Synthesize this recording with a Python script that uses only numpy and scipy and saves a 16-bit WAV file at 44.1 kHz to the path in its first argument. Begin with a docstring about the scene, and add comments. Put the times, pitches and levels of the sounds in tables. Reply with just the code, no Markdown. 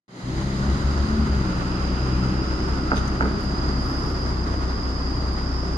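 """Night kerb, idling car.

A parked car idles a few steps away: exhaust hum, gas puffs. Another revs, shifts and pulls away over far
tyre noise. Two axles tip a loose road cover, which clacks; loose metal rattles after the first clack.
Crickets trill by wing strokes. Faint ticks, scuffs and squeaks close by; a faint fan and electrical whine."""
import sys
import numpy as np
from scipy import signal
from scipy.fft import rfft, irfft
from scipy.io import wavfile

SR = 44100
rng = np.random.default_rng(int(sys.argv[2]) if len(sys.argv) > 2 else 0)


def persist_wave(psi):
    """Save psi, clipped to +-1, as 16-bit WAV."""
    counts = np.round(np.clip(psi, -1, 1) * 32767).astype(np.int16)
    wavfile.write(sys.argv[1], SR, np.atleast_2d(counts).T)


N = 254456
T = np.arange(N) / SR
BIN_HZ = np.fft.rfftfreq(N, 1 / SR)

# street balance: f/Hz, left minus right/dB
STREET_BALANCE = [(100, 2), (400, 0), (1100, -2), (1600, -3), (2400, 1), (3400, -5), (4400, -1.5),
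                  (5800, 4.5), (6600, 9), (7700, -4.5), (9600, 6.5), (12000, 6.5)]
# street left-right likeness: f/Hz, coherence
STREET_COHERENCE = [(60, 0.89), (350, 0.95), (550, 0.51), (850, 0.04), (1200, 0.13), (1550, 0.54),
                    (2200, 0.41), (4000, 0), (12000, 0.067)]
# idle exhaust hum: multiple of crank rate, relative level/dB
IDLE_HARMONICS = [(1, -9), (2, -2), (3, -14), (4, -16.5)]
# idle exhaust puffs: f/Hz, relative density/dB
PUFF_SPECTRUM = [(25, -34), (43, 9), (65, 5.5), (115, -3), (170, 4.5), (240, -2.5), (300, -3.5),
                 (390, -1.5), (470, -15.5), (800, -14.5), (2000, -60)]
# leaving car, upper harmonics: multiple of firing rate, relative level/dB
DRIVE_HARMONICS = [(4, -19.5), (5, -20.5), (8, -27), (9, -25.5)]
# its exhaust pipe resonances: f/Hz, width/Hz, lift/dB
PIPE_RESONANCES = [(316.5, 10.7, 13.5), (550, 49, 5)]
# its drone: t/s, harmonic 2 level/dB, harmonic 3 level/dB
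DRONE_LEVELS = [(.3, -32, -36.5), (.55, -30, -30), (.82, -30, -34.5), (.92, -36, -44), (1.0, -32, -30),
                (1.12, -42, -27), (1.2, -33, -21.5), (1.33, -33, -29), (1.48, -28, -28.5),
                (1.65, -35.5, -31), (1.85, -43, -31.5), (2.03, -27, -37), (2.2, -30, -30),
                (2.36, -31.5, -32), (2.47, -38.5, -40.5), (3.1, -34.5, -38.5), (3.4, -43, -33.5),
                (3.8, -32, -38), (4.1, -50.5, -64)]
# far traffic roar: f/Hz, relative density/dB
ROAR_SPECTRUM = [(30, -9.5), (120, 6.5), (350, -5.5), (590, -5), (760, -4.5), (1100, -3.5), (1420, -4),
                 (1700, -9.5), (2000, -11.5), (2300, -20), (5600, -24.5), (6600, -25), (7800, -34.5),
                 (12000, -45.5)]
# tyre hiss: f/Hz, relative density/dB
HISS_SPECTRUM = [(1200, -15), (2000, 9.5), (2600, -8.5), (3100, 2.5), (3450, -3), (4100, 5), (4700, -3.5),
                 (5600, -12), (6650, -0.5), (7500, -11), (8500, -14), (12000, -24)]
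# chorus crickets: f/Hz, relative level/dB, left minus right/dB
CRICKET_VOICES = [(4660, -8.5, -12.5), (4872, 1.5, -1), (4986, -4, -4), (4915, -12, -20.5),
                  (5145, -8, -8.5)]
# chorus swell and drift: t/s, level/dB, pitch offset/Hz
CHORUS_CURVES = [(.3, -48, 0), (.95, -42.5, -10), (1.3, -44, -50), (1.9, -40.5, 29.5), (2.5, -41, 20),
                 (3.02, -40.5, 10), (3.26, -43, -20), (3.62, -37.5, -10), (4.25, -38.3, 25),
                 (4.54, -41, 9.5), (4.9, -38.5, 0.5), (5.15, -38.8, -60), (5.76, -39.8, 36)]
# bouts of one higher cricket: t/s, length/s, level/dB
SOLO_BOUTS = [(.55, .25, -59), (1.6, 0.34, -57), (2.332, 0.42, -47.5), (2.7, .3, -55), (3.78, 0.59, -48.5),
              (4.696, 0.51, -49.5), (5.426, 0.34, -45.5)]
# near ticks: t/s, level/dB, decay/ms, left minus right/dB
TICK_EVENTS = [(1.2721, -47, 1.0, 5), (1.6717, -56, 1.0, 2), (3.4093, -45, 1.1, -2), (3.4307, -51, 3, 3.5),
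               (5.3349, -46, 3.5, 3), (5.5644, -55, 2, 2.5)]
# cover modes: f/Hz, relative level/dB, t60/s
COVER_MODES = [(211.5, -22, 0.27), (276, -11.5, 0.057), (335, -12, 0.032), (417.5, -26, 0.22),
               (560, -21.5, 0.06), (752, -16, 0.03), (900, -18, 0.07), (1050, 0.5, 0.009),
               (1347, 8.5, 0.0089), (1475, -10.5, 0.031), (1640, -4.5, 0.009), (2010, -5.5, 0.015),
               (2720, -11.5, 0.013)]
# clack and rebounds per axle: t/s, level/dB, contact/ms, ring shift/semitones
COVER_BLOWS = [(2.917, -3, 0.24, 0.25), (2.932, -3.5, 0.42, -0.069), (2.943, -19, .2, 0.55),
               (3.2076, -4, 0.25, 0.33), (3.2232, -11, 0.2, 2), (3.233, -6, 0.53, -0.057),
               (3.248, -6, 0.71, 0.45), (3.256, -18, .2, -1.5)]
# loose metal hits: t/s, low resonance level/dB, high resonance level/dB
RATTLE_HITS = [(2.957, -39, -45), (2.963, -46, -47), (2.969, -37.5, -49), (2.976, -37.5, -46),
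               (2.981, -54, -51), (2.99, -43, -48), (3.077, -45, -43)]
# near scuffs: t/s, level/dB, length/s, f/Hz, width/Hz
SCUFF_EVENTS = [(3.405, -45, .004, 4000, 3000), (3.42, -61, 0.03, 10700, 3000),
                (3.759, -66, 0.5, 10570, 2800)]
# squeaks: t/s, length/s, level/dB, start f/Hz, end f/Hz
SQUEAK_GLIDES = [(3.796, 0.081, -65, 9500, 9800), (3.84, .09, -69, 11300, 11350),
                 (3.89, .19, -73, 9500, 10900), (4.04, 0.11, -72, 11850, 11600),
                 (4.17, .06, -74, 11400, 11200)]

JOIN_S, JOIN_LENGTH_S = 0.544, 0.11  # more traffic comes within earshot


def undb(db):
    """Decibels to gain."""
    return 10 ** (np.asarray(db) / 20)


def unit(x):
    """Scale to rms 1."""
    return x / np.sqrt(np.mean(x ** 2))


def pan(db):
    """Stereo gains for a left minus right level."""
    return undb(np.array([[db], [-db]]) / 2)


def ramp(start_s, length_s):
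    """Linear rise, 0 to 1."""
    return np.clip((T - start_s) / length_s, 0, 1)


def ease(start_s, length_s):
    """Smooth rise, 0 to 1."""
    return np.sin(np.pi / 2 * ramp(start_s, length_s)) ** 2


def passing(nearest_s, pass_s):
    """Drive-by gain, 1/distance: 1 when nearest, -3 dB at pass_s either side."""
    return 1 / np.hypot(1, (T - nearest_s) / pass_s)


def per_sample(table):
    """Value columns of a time table, per sample."""
    times_s, *columns = np.transpose(table)
    return [np.interp(T, times_s, column) for column in columns]


def per_bin(table):
    """Values of a frequency table, per FFT bin."""
    hz, value = np.transpose(table)
    return np.interp(np.log(BIN_HZ + 1), np.log(hz), value)


def noise(channels=2):
    """Independent white noises."""
    return rng.standard_normal((channels, N))


def walk(rate_hz):
    """Smooth random drift, rms 1."""
    knots_s = np.arange(0, T[-1] + 1, 1 / (3 * rate_hz))
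    return unit(np.interp(T, knots_s, rng.standard_normal(len(knots_s))))


def colour(x, spectrum):
    """Filter by a spectrum table, rms 1."""
    return unit(irfft(rfft(x) * undb(per_bin(spectrum)), N))


def band(x, hz, width_hz):
    """Gaussian band-pass, rms 1."""
    return unit(irfft(rfft(x) * np.exp(-2 * ((BIN_HZ - hz) / width_hz) ** 2), N))


def from_road(x, lag_ms=0.25, above_hz=800):
    """Above the bass, road sound arrives on the left first."""
    lag_s = lag_ms / 1000 / (1 + (above_hz / (BIN_HZ + 1)) ** 8)
    right = irfft(rfft(x[1]) * np.exp(-2j * np.pi * BIN_HZ * lag_s), N)
    return np.array([x[0], right])


def street_noise():
    """Diffuse noise: coherent in the bass, independent in the treble."""
    mid, side = rfft(noise())
    coherence = np.clip(per_bin(STREET_COHERENCE), -.99, .99)
    sign = np.array([[1], [-1]])
    stereo = mid * np.sqrt(1 + coherence) + sign * side * np.sqrt(1 - coherence)
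    balance = undb(sign * per_bin(STREET_BALANCE) / 2)
    return from_road(irfft(stereo * balance, N), lag_ms=0.32)


def exhaust(cycles, harmonics, rough_db, rough_hz):
    """Engine cycle harmonics, each wavering in level."""
    out = 0
    for order, db in harmonics:
        peak = np.sqrt(2) * undb(db + rough_db * walk(rough_hz))
        out = out + peak * np.cos(2 * np.pi * (order * cycles + rng.random()))
    return out


def idling_car(crank_hz=31.42, hum_db=-25, swell_db=7, swell_s=2, puff_db=-32):
    """Exhaust hum swells, then holds; a gas puff at each firing."""
    turns = np.cumsum(crank_hz * (1 + 0.0053 * walk(2.7))) / SR
    hum = exhaust(turns, IDLE_HARMONICS, rough_db=2.0, rough_hz=7.1)
    hum *= undb(hum_db - swell_db * (1 - ramp(0, swell_s)))
    # two firings a turn, one stronger
    firings = 1 + 0.73 * np.cos(2 * np.pi * 2 * turns) + 0.33 * np.cos(2 * np.pi * turns)
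    puffs = colour(street_noise() * firings, PUFF_SPECTRUM)
    return hum * pan(1.55) + undb(puff_db) * puffs


def firing_hz(start_hz=60.17, rev_hz_per_s=10.9, shifted_hz=60.7, cruise_hz=71.08, cruise_lag_s=2.5):
    """Revs climb in low gear, drop in the shift, creep up towards cruise."""
    shift_s, shift_length_s = 1.16, .39
    low_gear_hz = start_hz + rev_hz_per_s * T
    since_s = np.maximum(T - shift_s - shift_length_s, 0)
    high_gear_hz = cruise_hz + (shifted_hz - cruise_hz) * np.exp(-since_s / cruise_lag_s)
    return low_gear_hz + (high_gear_hz - low_gear_hz) * ease(shift_s, shift_length_s)


def pipe_lift_db(hz):
    """Boost from the exhaust pipe's resonances."""
    return sum(db * np.exp(-((hz - centre_hz) / width_hz) ** 2)
               for centre_hz, width_hz, db in PIPE_RESONANCES)


def leaving_car(note_db=-27.5, open_db=2.5, coast_db=-24, soften_db=-1.5, rasp_db=-33, lag_s=0.28):
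    """Engine pulls away and recedes; throbs and rasps under throttle, softens once up to speed."""
    hz = firing_hz()
    cycles = np.cumsum(hz * (1 + 0.01105 * walk(10.5))) / SR
    throttle = ease(0.46, lag_s) - ease(1.45, lag_s)
    throb = (1, coast_db + (open_db - coast_db) * throttle)
    upper = [(order, db + pipe_lift_db(order * hz)) for order, db in DRIVE_HARMONICS]
    note = exhaust(cycles, [throb] + upper, rough_db=2.5, rough_hz=11)
    note *= undb(note_db + soften_db * ease(2.6, lag_s)) * passing(nearest_s=0.97, pass_s=1.27)
    drone = exhaust(cycles, enumerate(per_sample(DRONE_LEVELS), 2), rough_db=2.0, rough_hz=22)
    puffs = noise(channels=1)[0] * (1 + np.cos(2 * np.pi * cycles))
    rasp = band(puffs, hz=170, width_hz=260) * undb(rasp_db) * throttle
    return (note + drone + rasp) * pan(2.0)


def traffic(rumble_db=-31.5, roar_db=-31.5, hiss_db=-41.5, whirr_db=-47.5, join_db=2.5, flicker_db=0.95):
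    """Far tyres rumble and roar; the hiss of nearer ones dulls to a whirr as they leave."""
    rumble = band(street_noise(), hz=290, width_hz=190) * undb(rumble_db)
    step_db = join_db * (ease(JOIN_S, JOIN_LENGTH_S) - 1)
    roar = colour(street_noise(), ROAR_SPECTRUM) * undb(roar_db + step_db + flicker_db * walk(19))
    hiss = colour(street_noise(), HISS_SPECTRUM) * undb(hiss_db + flicker_db * walk(7.9))
    whirr = band(street_noise(), hz=2650, width_hz=700) * undb(whirr_db)
    return (rumble * passing(nearest_s=2.98, pass_s=1.83)
            + roar * passing(nearest_s=2.2, pass_s=7.0)
            + hiss * passing(nearest_s=0.054, pass_s=1.02)
            + whirr * passing(nearest_s=1.98, pass_s=0.57))


def fan(hz=263, db=-44, rough_db=1.0):
    """Faint blade tone of a cooling fan."""
    cycles = np.cumsum(hz * (1 + 0.0034 * walk(4))) / SR
    return np.sqrt(2) * np.sin(2 * np.pi * cycles) * undb(db - rough_db * walk(1.7))


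def whine(hz=9998, wander_hz=3, db=-82):
    """Faint, thin electrical tone."""
    cycles = np.cumsum(hz + wander_hz * walk(8.5)) / SR
    return undb(db) * np.sqrt(2) * np.sin(2 * np.pi * cycles) * pan(10.0)


def trill(hz, smear_hz, stroke_hz=48, depth=0.19, octave_db=-39):
    """Wing strokes pulse one narrow, drifting resonance, smeared by distance."""
    strokes = np.cumsum(stroke_hz * rng.uniform(.8, 1.7) * (1 + 0.0526 * walk(3.7))) / SR
    cycles = np.cumsum(hz * (1 + .005 * walk(1.5))) / SR
    real, imag = irfft(rfft(noise()) / (1 + (2 * BIN_HZ / smear_hz) ** 2), N)
    wing = (real + 1j * imag) * np.exp(2j * np.pi * cycles)
    tone = unit(wing.real) + undb(octave_db) * unit((wing ** 2).real)
    return tone * (1 + depth * np.sin(2 * np.pi * strokes))


def stereo_trill(hz, smear_hz):
    """Independent trill per side: each gets its own mix of echoes."""
    return np.array([trill(hz, smear_hz) for _ in range(2)])


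def crickets(solo_hz=5250, climb_hz=74.4):
    """Chorus swells and drifts; one higher voice climbs in each bout."""
    chorus_db, offset_hz = per_sample(CHORUS_CURVES)
    chorus = unit(sum(stereo_trill(hz + offset_hz, smear_hz=158) * undb(db) * pan(side_db)
                      for hz, db, side_db in CRICKET_VOICES))
    bouts = climb = 0
    for start_s, length_s, db in SOLO_BOUTS:
        progress = ramp(start_s, length_s)
        bouts = bouts + undb(db) * np.sqrt(np.abs(np.sin(np.pi * progress)))
        climb = climb + progress * (T < start_s + length_s)
    solo = stereo_trill(solo_hz + climb_hz * climb, smear_hz=135) * bouts * pan(-7.0)
    return chorus * undb(chorus_db) + solo


def singing_tyres(hz=1360, width_hz=280, fall_hz=280, db=-40.0, flicker_db=1.6):
    """Tread grooves ring in a narrow band; pitch sinks as the car passes."""
    sink_cycles = np.cumsum(fall_hz * ease(start_s=2.6, length_s=3.6)) / SR
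    grooves = signal.hilbert(band(street_noise(), hz, width_hz))
    ring = (grooves * np.exp(-2j * np.pi * sink_cycles)).real
    gain = ease(JOIN_S, JOIN_LENGTH_S) * undb(db + flicker_db * walk(7))
    return ring * gain * passing(nearest_s=2.4, pass_s=2.3)


def decay(start_s, decay_s):
    """Instant onset, exponential fall."""
    return (T > start_s) * np.exp(-np.abs(T - start_s) / decay_s)


def ticks():
    """Tiny bright snaps, milliseconds long."""
    snap = band(noise(), hz=10500, width_hz=4500)
    return sum(snap * undb(db) * pan(side_db) * decay(start_s, decay_ms / 1000)
               for start_s, db, decay_ms, side_db in TICK_EVENTS)


def blow(at_s, db, contact_ms):
    """Gaussian force pulse; longer contact is duller."""
    contact_s = contact_ms / 1000
    return undb(db) * np.exp(-2 * ((T - at_s) / contact_s) ** 2) / (contact_s * SR)


def road_cover(rise_cycles=1.28, echo_db=-8.5, echo_t60_s=0.62, echo_delay_s=.022):
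    """Each axle tips the cover; it rebounds, its ring shifting with load. House fronts scatter it."""
    t = T[:SR // 2]
    direct = 0
    for at_s, db, contact_ms, semitones in COVER_BLOWS:
        ring = 0
        for hz, mode_db, t60_s in COVER_MODES:
            rise = 1 - np.exp(-(t * hz / rise_cycles) ** 2)  # heavy plate, slow to start
            mode = np.sin(2 * np.pi * hz * 2 ** (semitones / 12) * t)
            ring = ring + mode * rise * undb(mode_db - 60 * t / t60_s)
        direct = direct + signal.fftconvolve(blow(at_s, db, contact_ms), ring / np.abs(ring).max())[:N]
    scatter = noise()[:, :len(t)] * undb(-60 * t / echo_t60_s) * (t > echo_delay_s)
    scatter /= np.sqrt(np.sum(scatter[0] ** 2))
    echo = signal.fftconvolve(direct[None], scatter, axes=1)[:, :N]
    return from_road(direct * pan(-4.0) + undb(echo_db) * echo)


def rattle(crack_db=-8.5, decay_s=0.0083):
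    """Loose metal chatters after the jolt: two resonances and a bright crack per hit."""
    low = band(noise(), hz=3200, width_hz=1900) * pan(-2.8)
    high = band(noise(), hz=6250, width_hz=800)
    crack = band(noise(), hz=8500, width_hz=6000) * undb(crack_db)
    bright = (high + crack) * pan(6.5)
    return sum((undb(low_db) * low + undb(high_db) * bright) * decay(start_s, decay_s)
               for start_s, low_db, high_db in RATTLE_HITS)


def scuffs(grit_db=3):
    """Short gritty rubs."""
    grit = undb(grit_db * walk(300))
    out = 0
    for start_s, db, length_s, hz, width_hz in SCUFF_EVENTS:
        age = np.maximum(T - start_s, 0) * 2 / length_s
        swell = age * np.exp((1 - age ** 2) / 2)
        out = out + band(noise(), hz, width_hz) * undb(db) * swell
    return out * grit


def squeaks(arch_hz=150, waver_hz=190):
    """Thin, scratchy tones; pitch glides and arches."""
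    out = 0
    for start_s, length_s, db, start_hz, end_hz in SQUEAK_GLIDES:
        progress = ramp(start_s, length_s)
        arch = np.abs(np.sin(np.pi * progress))
        hz = start_hz + (end_hz - start_hz) * progress + arch_hz * arch + waver_hz * walk(250)
        out = out + undb(db) * np.sqrt(2 * arch) * np.sin(2 * np.pi * np.cumsum(hz) / SR)
    return out * pan(3.5)


def scene():
    """Stereo sum of all sources."""
    sustained = idling_car() + leaving_car() + traffic() + fan() + whine() + crickets() + singing_tyres()
    return sustained + ticks() + road_cover() + rattle() + scuffs() + squeaks()


def record(dry, low_cut_hz=27, bass_hz=210, top_hz=12100, quiet_db=-66, floor_db=-24, fade_start_s=0.08):
    """Fade-in, bass last; deepest rumble and top cut."""
    full = signal.sosfilt(signal.butter(4, low_cut_hz, "high", fs=SR, output="sos"), dry)
    thin = signal.sosfilt(signal.butter(2, bass_hz, "high", fs=SR, output="sos"), full)
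    bass = (full - thin) * ramp(start_s=0.223, length_s=0.018)
    fade = undb(floor_db) + (1 - undb(floor_db)) * ramp(fade_start_s, length_s=0.29)
    faded = (thin + bass) * np.where(T < fade_start_s, undb(quiet_db), fade)
    return signal.sosfilt(signal.ellip(10, .2, 70, top_hz, fs=SR, output="sos"), faded)


dry = scene()
out = record(dry)
persist_wave(out)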